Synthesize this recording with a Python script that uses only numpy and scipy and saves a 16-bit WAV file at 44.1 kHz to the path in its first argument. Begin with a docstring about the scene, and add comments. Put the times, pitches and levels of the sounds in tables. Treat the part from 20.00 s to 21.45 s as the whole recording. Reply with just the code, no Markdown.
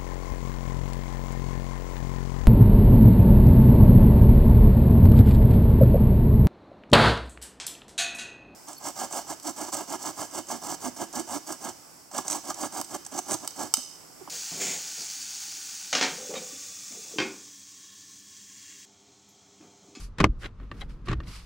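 """Unlatching a dashboard compartment

Inside a quiet car, stereo microphone close to the dashboard; a low rumble fills the small padded cabin.
A hand works the plastic latch, just left of centre: a tick, then a sharp double clunk that rings the
trim and rattles loose parts. Fingers scrape and tap the hollow plastic, the lid bumps on its damped
stop, a sleeve rustles and an arm rubs on the upholstery."""
import sys
import numpy as np
from scipy import signal
from scipy.fft import rfft, irfft
from scipy.io import wavfile

SR = 44100
rng = np.random.default_rng(int(sys.argv[2]) if len(sys.argv) > 2 else 0)


def store_wav(level_fs):
    """Save 16-bit WAV to argv[1]."""
    pcm = np.round(np.clip(np.atleast_2d(level_fs), -1, 1) * 32767)
    wavfile.write(sys.argv[1], SR, pcm.T.astype(np.int16))


N = 63945

# stereo width of the noises at the microphone: f/Hz, side minus mid/dB
STEREO_WIDTH = [(50, -20.5), (250, -15), (700, -8), (2000, -7), (4500, -4.5), (12000, -2)]
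# spectrum of the cabin rumble: f/Hz, relative density/dB
RUMBLE_COLOUR = [(12, -8.5), (28, 4.5), (45, 10.5), (68, -7.5), (115, -7), (180, -13), (300, -25),
                 (480, -30.5), (800, -48.5), (4000, -100)]
# the rumble swells and sinks: t/s, level/dB
RUMBLE_SWELLS = [(0, -39.5), (0.081, -39), (.17, -47), (.33, -34.5), (.40, -38.5), (0.531, -43),
                 (.64, -40.5), (.77, -46.5), (.85, -37.5), (.93, -39), (1.0, -44.5), (1.08, -34),
                 (1.12, -28), (1.21, -39), (1.45, -46)]
# spectrum of the faint air noise: f/Hz, relative density/dB
AIR_COLOUR = [(300, 0.5), (750, -6.5), (1250, -1), (1800, -14), (3000, -19), (6000, -24.5), (11000, -42.5),
              (16000, -65.5)]
# steady hum in the cabin: f/Hz, rms level/dB
HUM_TONES = [(47.5, -52.5), (95.5, -61.5)]
# the arm shifts against seat and console: t/s, level/dB, rise/s, hold/s, fall/s
ARM_SHIFTS = [(0.432, -48.5, 0.044, 0.047, 0.042), (0.618, -47.5, .06, 0.026, 0.052),
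              (0.715, -46, 0.011, 0.066, 0.082), (0.828, -56, 0.02, 0.134, 0.11),
              (1.204, -47, 0.31, 0.11, 0.01)]
# spectrum of rubbed upholstery: f/Hz, relative density/dB
UPHOLSTERY_COLOUR = [(50, -7), (130, 3), (320, -7), (550, -19.5), (800, -25), (1500, -24.5), (8000, -53)]
# swishes of the sleeve: t/s, level/dB, rise/s, hold/s, fall/s, treble gain/dB
SLEEVE_SWISHES = [(-.01, -55.5, .02, 0.057, 0.042, 9), (0.41, -60.5, 0.025, 0.061, 0.011, 6),
                  (0.806, -56.5, 0.082, 0.011, 0.044, 2), (0.897, -59.5, 0.01, 0.006, 0.066, 0),
                  (1.059, -58.5, 0.0076, 0.012, 0.014, 1), (1.235, -52.5, 0.0049, 0.0033, 0.017, -15),
                  (1.29, -49.5, 0.042, 0.075, 0.17, 1)]
# spectrum of sliding cloth: f/Hz, relative density/dB
SLEEVE_COLOUR = [(300, -32), (800, -4), (1200, 5), (1700, -2.5), (2400, 3.5), (3600, -1), (4700, 3),
                 (6500, -6), (10000, -9), (13000, -17), (16000, -38)]
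# fingers scrape the plastic: loudest at t/s, level/dB, rise/s, fall/s
FINGER_SCRAPES = [(0.197, -37, 0.015, 0.02), (0.43, -47, 0.018, 0.049), (0.458, -36.5, 0.035, 0.019),
                  (.625, -61.5, 0.083, 0.19), (0.746, -63, 0.0087, 0.023), (0.791, -54, 0.012, 0.021),
                  (0.819, -40, 0.014, 0.019), (0.901, -54, 0.02, 0.035), (1.089, -41, 0.02, 0.024),
                  (1.105, -38, 0.035, 0.045), (1.134, -41.5, 0.015, 0.0099)]
# spectrum of skin rubbing on plastic: f/Hz, relative density/dB
FRICTION_COLOUR = [(150, -24.5), (350, 9.5), (650, -5), (1000, -4.5), (1350, 5.5), (2100, 0.5),
                   (3700, -5.5), (4700, -14.5), (7500, -20.5), (12000, -41.5), (16000, -49)]
# light finger taps and catches on the console: t/s, level/dB, brightness/Hz
CONSOLE_TAPS = [(0.4255, -39, 2480), (0.445, -31.5, 7050), (0.4585, -28, 6000), (0.8097, -30, 8000),
                (0.8153, -25, 9000), (0.819, -26, 2000), (0.8262, -23, 700), (1.27, -36.5, 4000)]
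# modes of the console's hollow plastic: f/Hz, level/dB, t60/s
CONSOLE_RESONANCES = [(438, -22.5, 0.034), (776, -15.5, 0.027), (1458, -15, 0.02), (1850, -21.5, 0.03),
                      (2060, -11, 0.03), (2954, -19.5, 0.028), (3256, -14, 0.028), (3920, -10.5, 0.027)]
# light knocks on the lid: t/s, level/dB, brightness/Hz
LID_KNOCKS = [(0.5992, -37.5, 1200), (0.7143, -23, 3440), (1.072, -30, 1970), (1.0861, -17.5, 5500),
              (1.1154, -24, 2500), (1.1304, -23, 2520), (1.2025, -26.5, 2800)]
# modes of the hollow lid: f/Hz, level/dB, t60/s
LID_RESONANCES = [(332, -13.5, 0.064), (550, -24, 0.028), (1165, -6.5, 0.027), (1821, -14, 0.035),
                  (2793, -17.5, 0.028), (4250, -13.5, 0.0095)]
# dull bumps of the lid on its damped stop: t/s, level/dB, f/Hz
LID_BUMPS = [(0.2074, -11, 146.8), (0.2126, -21, 67), (0.248, -26, 92.3), (0.289, -18.5, 46.8),
             (1.0963, -19, 130.5), (1.1197, -19, 135), (1.1490, -22, 59.3), (1.181, -24.5, 59),
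             (1.281, -31.5, 114)]
# rattle of loose parts and close reflections: f/Hz, relative density/dB, t60/s
RATTLE_SPECTRUM = [(216, 6, 0.2), (405, 2, 0.062), (715, -9.5, 0.054), (1116, 5.5, 0.068), (1700, 3, 0.03),
                   (2210, -6, 0.059), (3595, -3.5, 0.029), (6000, -13, 0.046), (9740, -15, 0.018),
                   (14500, -31, 0.017)]
# modes of the trim panel around the latch: f/Hz, level/dB, t60/s
TRIM_RESONANCES = [(94.4, -25, 0.18), (129.4, -20.5, 0.25), (214.2, -18, 0.1), (311.2, -14.5, 0.12),
                   (388, -17, 0.08), (553, -18.5, 0.022)]
# modes of the latch's stiff plastic: f/Hz, level/dB, t60/s, left minus right/dB
LATCH_RESONANCES = [(560, -11.5, 0.011, 5.5), (915, -18, 0.0088, -4), (1205, -6.5, 0.015, 2),
                    (1784, -18.5, 0.019, 3.5), (2162, -12, 0.014, 4), (2278, -15.5, 0.0085, 3),
                    (2470, -10.5, 0.012, 6), (2886, -22.5, 0.011, 4.5), (4140, -33.5, 0.013, -2.5),
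                    (5570, -36, 0.028, -1), (7660, -23, 0.0057, -5.5), (12400, -31, 0.0019, 1.5)]
# blows on latch and lid:
# t/s, latch level/dB, contact brightness/Hz, rattle level/dB, rattle brightness/Hz, trim level/dB
LATCH_BLOWS = [(0.1842, -31, 14000, -30, 20640, -45.5), (0.2017, -20, 9000, -19, 19600, -39),
               (0.2033, -10, 3000, -24, 6970, -22.5), (0.2069, -11, 2200, -21.5, 4500, -12.5),
               (0.2117, -19, 3000, -25, 2820, -5), (0.232, -18.5, 800, -33.5, 1950, -13),
               (0.2399, -23, 2500, -16, 2010, -4), (0.2427, 2, 5520, -19.5, 6070, -3),
               (0.24371, -9, 3012, -26, 6020, -18), (0.2539, -31, 2000, -44, 3020, -4),
               (0.265, -46, 2500, -45.5, 4040, -11), (1.0839, -35.5, 2000, -30, 4020, -20.5),
               (1.1140, -39, 2000, -29.5, 3900, -14.5), (1.1293, -26, 1500, -31, 3450, -21)]

TIME_S = np.arange(N) / SR
BINS_HZ = np.arange(N // 2 + 1) * SR / N


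def from_db(db):
    """Decibels to gain."""
    return 10 ** (np.asarray(db) / 20)


def unit_power(x):
    """Scale to an rms of one."""
    return x / np.sqrt(np.mean(x ** 2) + 1e-20)


def at_hz(points, hz, column=1):
    """Read a column of a table on a log-frequency axis."""
    table = np.array(points)
    return np.interp(np.log(np.maximum(hz, 1)), np.log(table[:, 0]), table[:, column])


def shaped(x, colour):
    """Filter a signal by a table of f/Hz, level/dB."""
    return irfft(rfft(x) * from_db(at_hz(colour, BINS_HZ)), N)


def spread(mid, side):
    """A stereo image that is narrow in the bass and wide in the treble."""
    return mid + shaped(side, STEREO_WIDTH) * np.array([[1], [-1]])


def noise(colour):
    """Coloured stereo noise of unit power."""
    return unit_power(shaped(spread(*rng.standard_normal((2, N))), colour))


def stroke(start, db, rise, hold, fall):
    """Gain of one movement, full from start through hold; rise and fall are seconds per 20 dB."""
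    before = np.maximum(start - TIME_S, 0)
    after = np.maximum(TIME_S - start - hold, 0)
    return from_db(db - 20 * (before / rise + after / fall))


def contact(start, db, bright_hz):
    """A push that is shorter and brighter the harder the contact."""
    click = np.zeros(N)
    click[int(start * SR)] = from_db(db)
    pole = np.exp(-2 * np.pi * bright_hz / SR)
    return signal.lfilter([1 - pole], [1, -pole], click + 1e-18)


def ring(pushes, modes, lag_cycles=0):
    """Pushes ring decaying sines; each starts lag_cycles of its periods late, so low ones come last."""
    out = 0
    for hz, db, t60 in modes:
        radius, angle = np.exp(-np.log(1000) / (t60 * SR)), 2 * np.pi * hz / SR
        feedback = [1, -2 * radius * np.cos(angle), radius * radius]
        arriving = np.interp(TIME_S - lag_cycles / hz, TIME_S, pushes)
        out = out + from_db(db) * signal.lfilter([0, np.sin(angle)], feedback, arriving + 1e-18)
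    return out


def disperse(pushes, corner_hz=2470):
    """Bending waves in the plastic carry the treble first, turning a push into a push and a pull."""
    pole = np.exp(-2 * np.pi * corner_hz / SR)
    return signal.lfilter([pole, -1], [1, -pole], pushes)


def cabin(air_db=-62):
    """All around the microphone: a steady hum, a low uneven rumble and faint air noise."""
    hum = sum(from_db(db) * np.sqrt(2) * np.sin(2 * np.pi * (hz * TIME_S + rng.random()))
              for hz, db in HUM_TONES)
    rumble_db = np.interp(TIME_S, *np.transpose(RUMBLE_SWELLS))
    return hum + noise(RUMBLE_COLOUR) * from_db(rumble_db) + noise(AIR_COLOUR) * from_db(air_db)


def arm():
    """An arm rubs on the upholstery with a muffled hiss."""
    return noise(UPHOLSTERY_COLOUR) * sum(stroke(*shift) for shift in ARM_SHIFTS)


def sleeve(flicker_db=1.7, flicker_hz=88.2, treble_hz=6300):
    """Cloth slides with a slightly grainy hiss, brighter in some swishes than in others."""
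    hiss = noise(SLEEVE_COLOUR)
    flicker = unit_power(np.interp(TIME_S * flicker_hz, np.arange(N), rng.standard_normal(N)))
    hiss = hiss * from_db(flicker_db * flicker)
    treble = shaped(hiss, [(treble_hz / 2, -20), (treble_hz, 0)])
    return sum(stroke(*swish) * (hiss + (from_db(treble_db) - 1) * treble)
               for *swish, treble_db in SLEEVE_SWISHES)


def finger_scrapes(slips_per_s=1400, slip_spread_db=5.5, smooth_share=0.35):
    """Fingers drag over plastic: tiny uneven slips on top of smooth friction noise."""
    sizes = from_db(slip_spread_db * np.minimum(rng.exponential(1, N), 3))
    slipping = rng.random(N) < slips_per_s / SR
    clicks = sizes * slipping * rng.choice([-1, 1], (2, N))
    slips = unit_power(shaped(spread(*clicks), FRICTION_COLOUR))
    friction = np.sqrt(1 - smooth_share) * slips + np.sqrt(smooth_share) * noise(FRICTION_COLOUR)
    return friction * sum(stroke(start, db, rise, 0, fall) for start, db, rise, fall in FINGER_SCRAPES)


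def console_taps(left_minus_right_db=4):
    """Left of the microphone, fingers ring the hollow console; each tick trails downward in pitch."""
    pushes = sum(contact(*tap) for tap in CONSOLE_TAPS)
    pan = from_db(np.array([[1], [-1]]) * left_minus_right_db / 2)
    return pan * ring(pushes, CONSOLE_RESONANCES, lag_cycles=4.46)


def lid_knocks(fingertip_hz=6550, scatter_db=2.5, skid_db=-16.5, skid_rise_s=0.0013, skid_fall_s=0.011):
    """A soft fingertip rings the hollow lid and skids briefly as it lands."""
    softening = signal.butter(2, fingertip_hz, fs=SR, output="sos")
    grit, out = noise(FRICTION_COLOUR), 0
    for start, level_db, bright_hz in LID_KNOCKS:
        # each knock lands on another spot and weights the modes differently
        modes = [(hz, db + scatter_db * rng.standard_normal(), t60) for hz, db, t60 in LID_RESONANCES]
        push = signal.sosfilt(softening, contact(start, level_db, bright_hz))
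        skid = grit * stroke(start + skid_rise_s, level_db + skid_db, skid_rise_s, 0, skid_fall_s)
        out = out + ring(push, modes, lag_cycles=1.21) + skid
    return out


def lid_bumps(cycles_to_peak=0.54):
    """The lid meets its stop: heavily damped low swings of lid and dashboard."""
    out = 0
    for start, db, hz in LID_BUMPS:
        cycles = np.maximum(TIME_S - start, 0) * hz
        swell = cycles / cycles_to_peak
        envelope = (swell * np.exp(1 - swell)) ** 2
        out = out + from_db(db) * envelope * np.sin(2 * np.pi * cycles)
    return out


def rattle(attack_s=0.0011, crack_db=-0.5, crack_s=0.0015):
    """Loose parts and close reflections follow each blow: a crack, then a burst whose treble dies first."""
    spectrum, out = rfft(noise(RATTLE_SPECTRUM)), 0
    centres_hz = np.geomspace(150, 15000, 11)
    log_hz = np.log(np.maximum(BINS_HZ, 1))
    for hz, weights in zip(centres_hz, np.eye(len(centres_hz))):
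        band = irfft(spectrum * np.interp(log_hz, np.log(centres_hz), weights), N)
        t60 = at_hz(RATTLE_SPECTRUM, hz, column=2)
        power = np.zeros(N)
        for start, _, _, db, bright_hz, _ in LATCH_BLOWS:
            onset = int(start * SR)
            age = TIME_S[:min(N - onset, N // 4)]
            fade = (1 - np.exp(-age / attack_s)) * np.exp(-np.log(1000) * age / t60)
            crack = 1 + from_db(crack_db) * np.exp(-age / crack_s)
            power[onset:onset + len(age)] += (from_db(db) * fade * crack) ** 2 / (1 + (hz / bright_hz) ** 2)
        out = out + band * np.sqrt(power)
    return out


def latch(right_delay_s=0.000022):
    """Close up and a little to the left, each blow rings the stiff latch and the trim panel around it."""
    pushes = disperse(sum(contact(start, db, hz) for start, db, hz, *_ in LATCH_BLOWS))
    left = ring(pushes, [(hz, db + pan / 2, t60) for hz, db, t60, pan in LATCH_RESONANCES])
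    right = ring(pushes, [(hz, db - pan / 2, t60) for hz, db, t60, pan in LATCH_RESONANCES])
    right = np.interp(TIME_S - right_delay_s, TIME_S, right)
    trim_pushes = sum(contact(start, trim_db, bright_hz=870) for start, *_, trim_db in LATCH_BLOWS)
    return np.array([left, right]) + ring(trim_pushes, TRIM_RESONANCES)


def scene():
    """Compartment, hand and cabin as they reach the microphone."""
    compartment = latch() + rattle() + lid_bumps() + lid_knocks()
    return compartment + console_taps() + finger_scrapes() + sleeve() + arm() + cabin()


def record(dry, ceiling=0.95, cutoff_hz=16300):
    """The microphone chain rounds off the highest peak and cuts the top of the treble."""
    rounded = dry / (1 + (dry / ceiling) ** 8) ** (1 / 8)
    return signal.sosfilt(signal.cheby2(16, 60, cutoff_hz, fs=SR, output="sos"), rounded)


dry = scene()
out = record(dry)
store_wav(out)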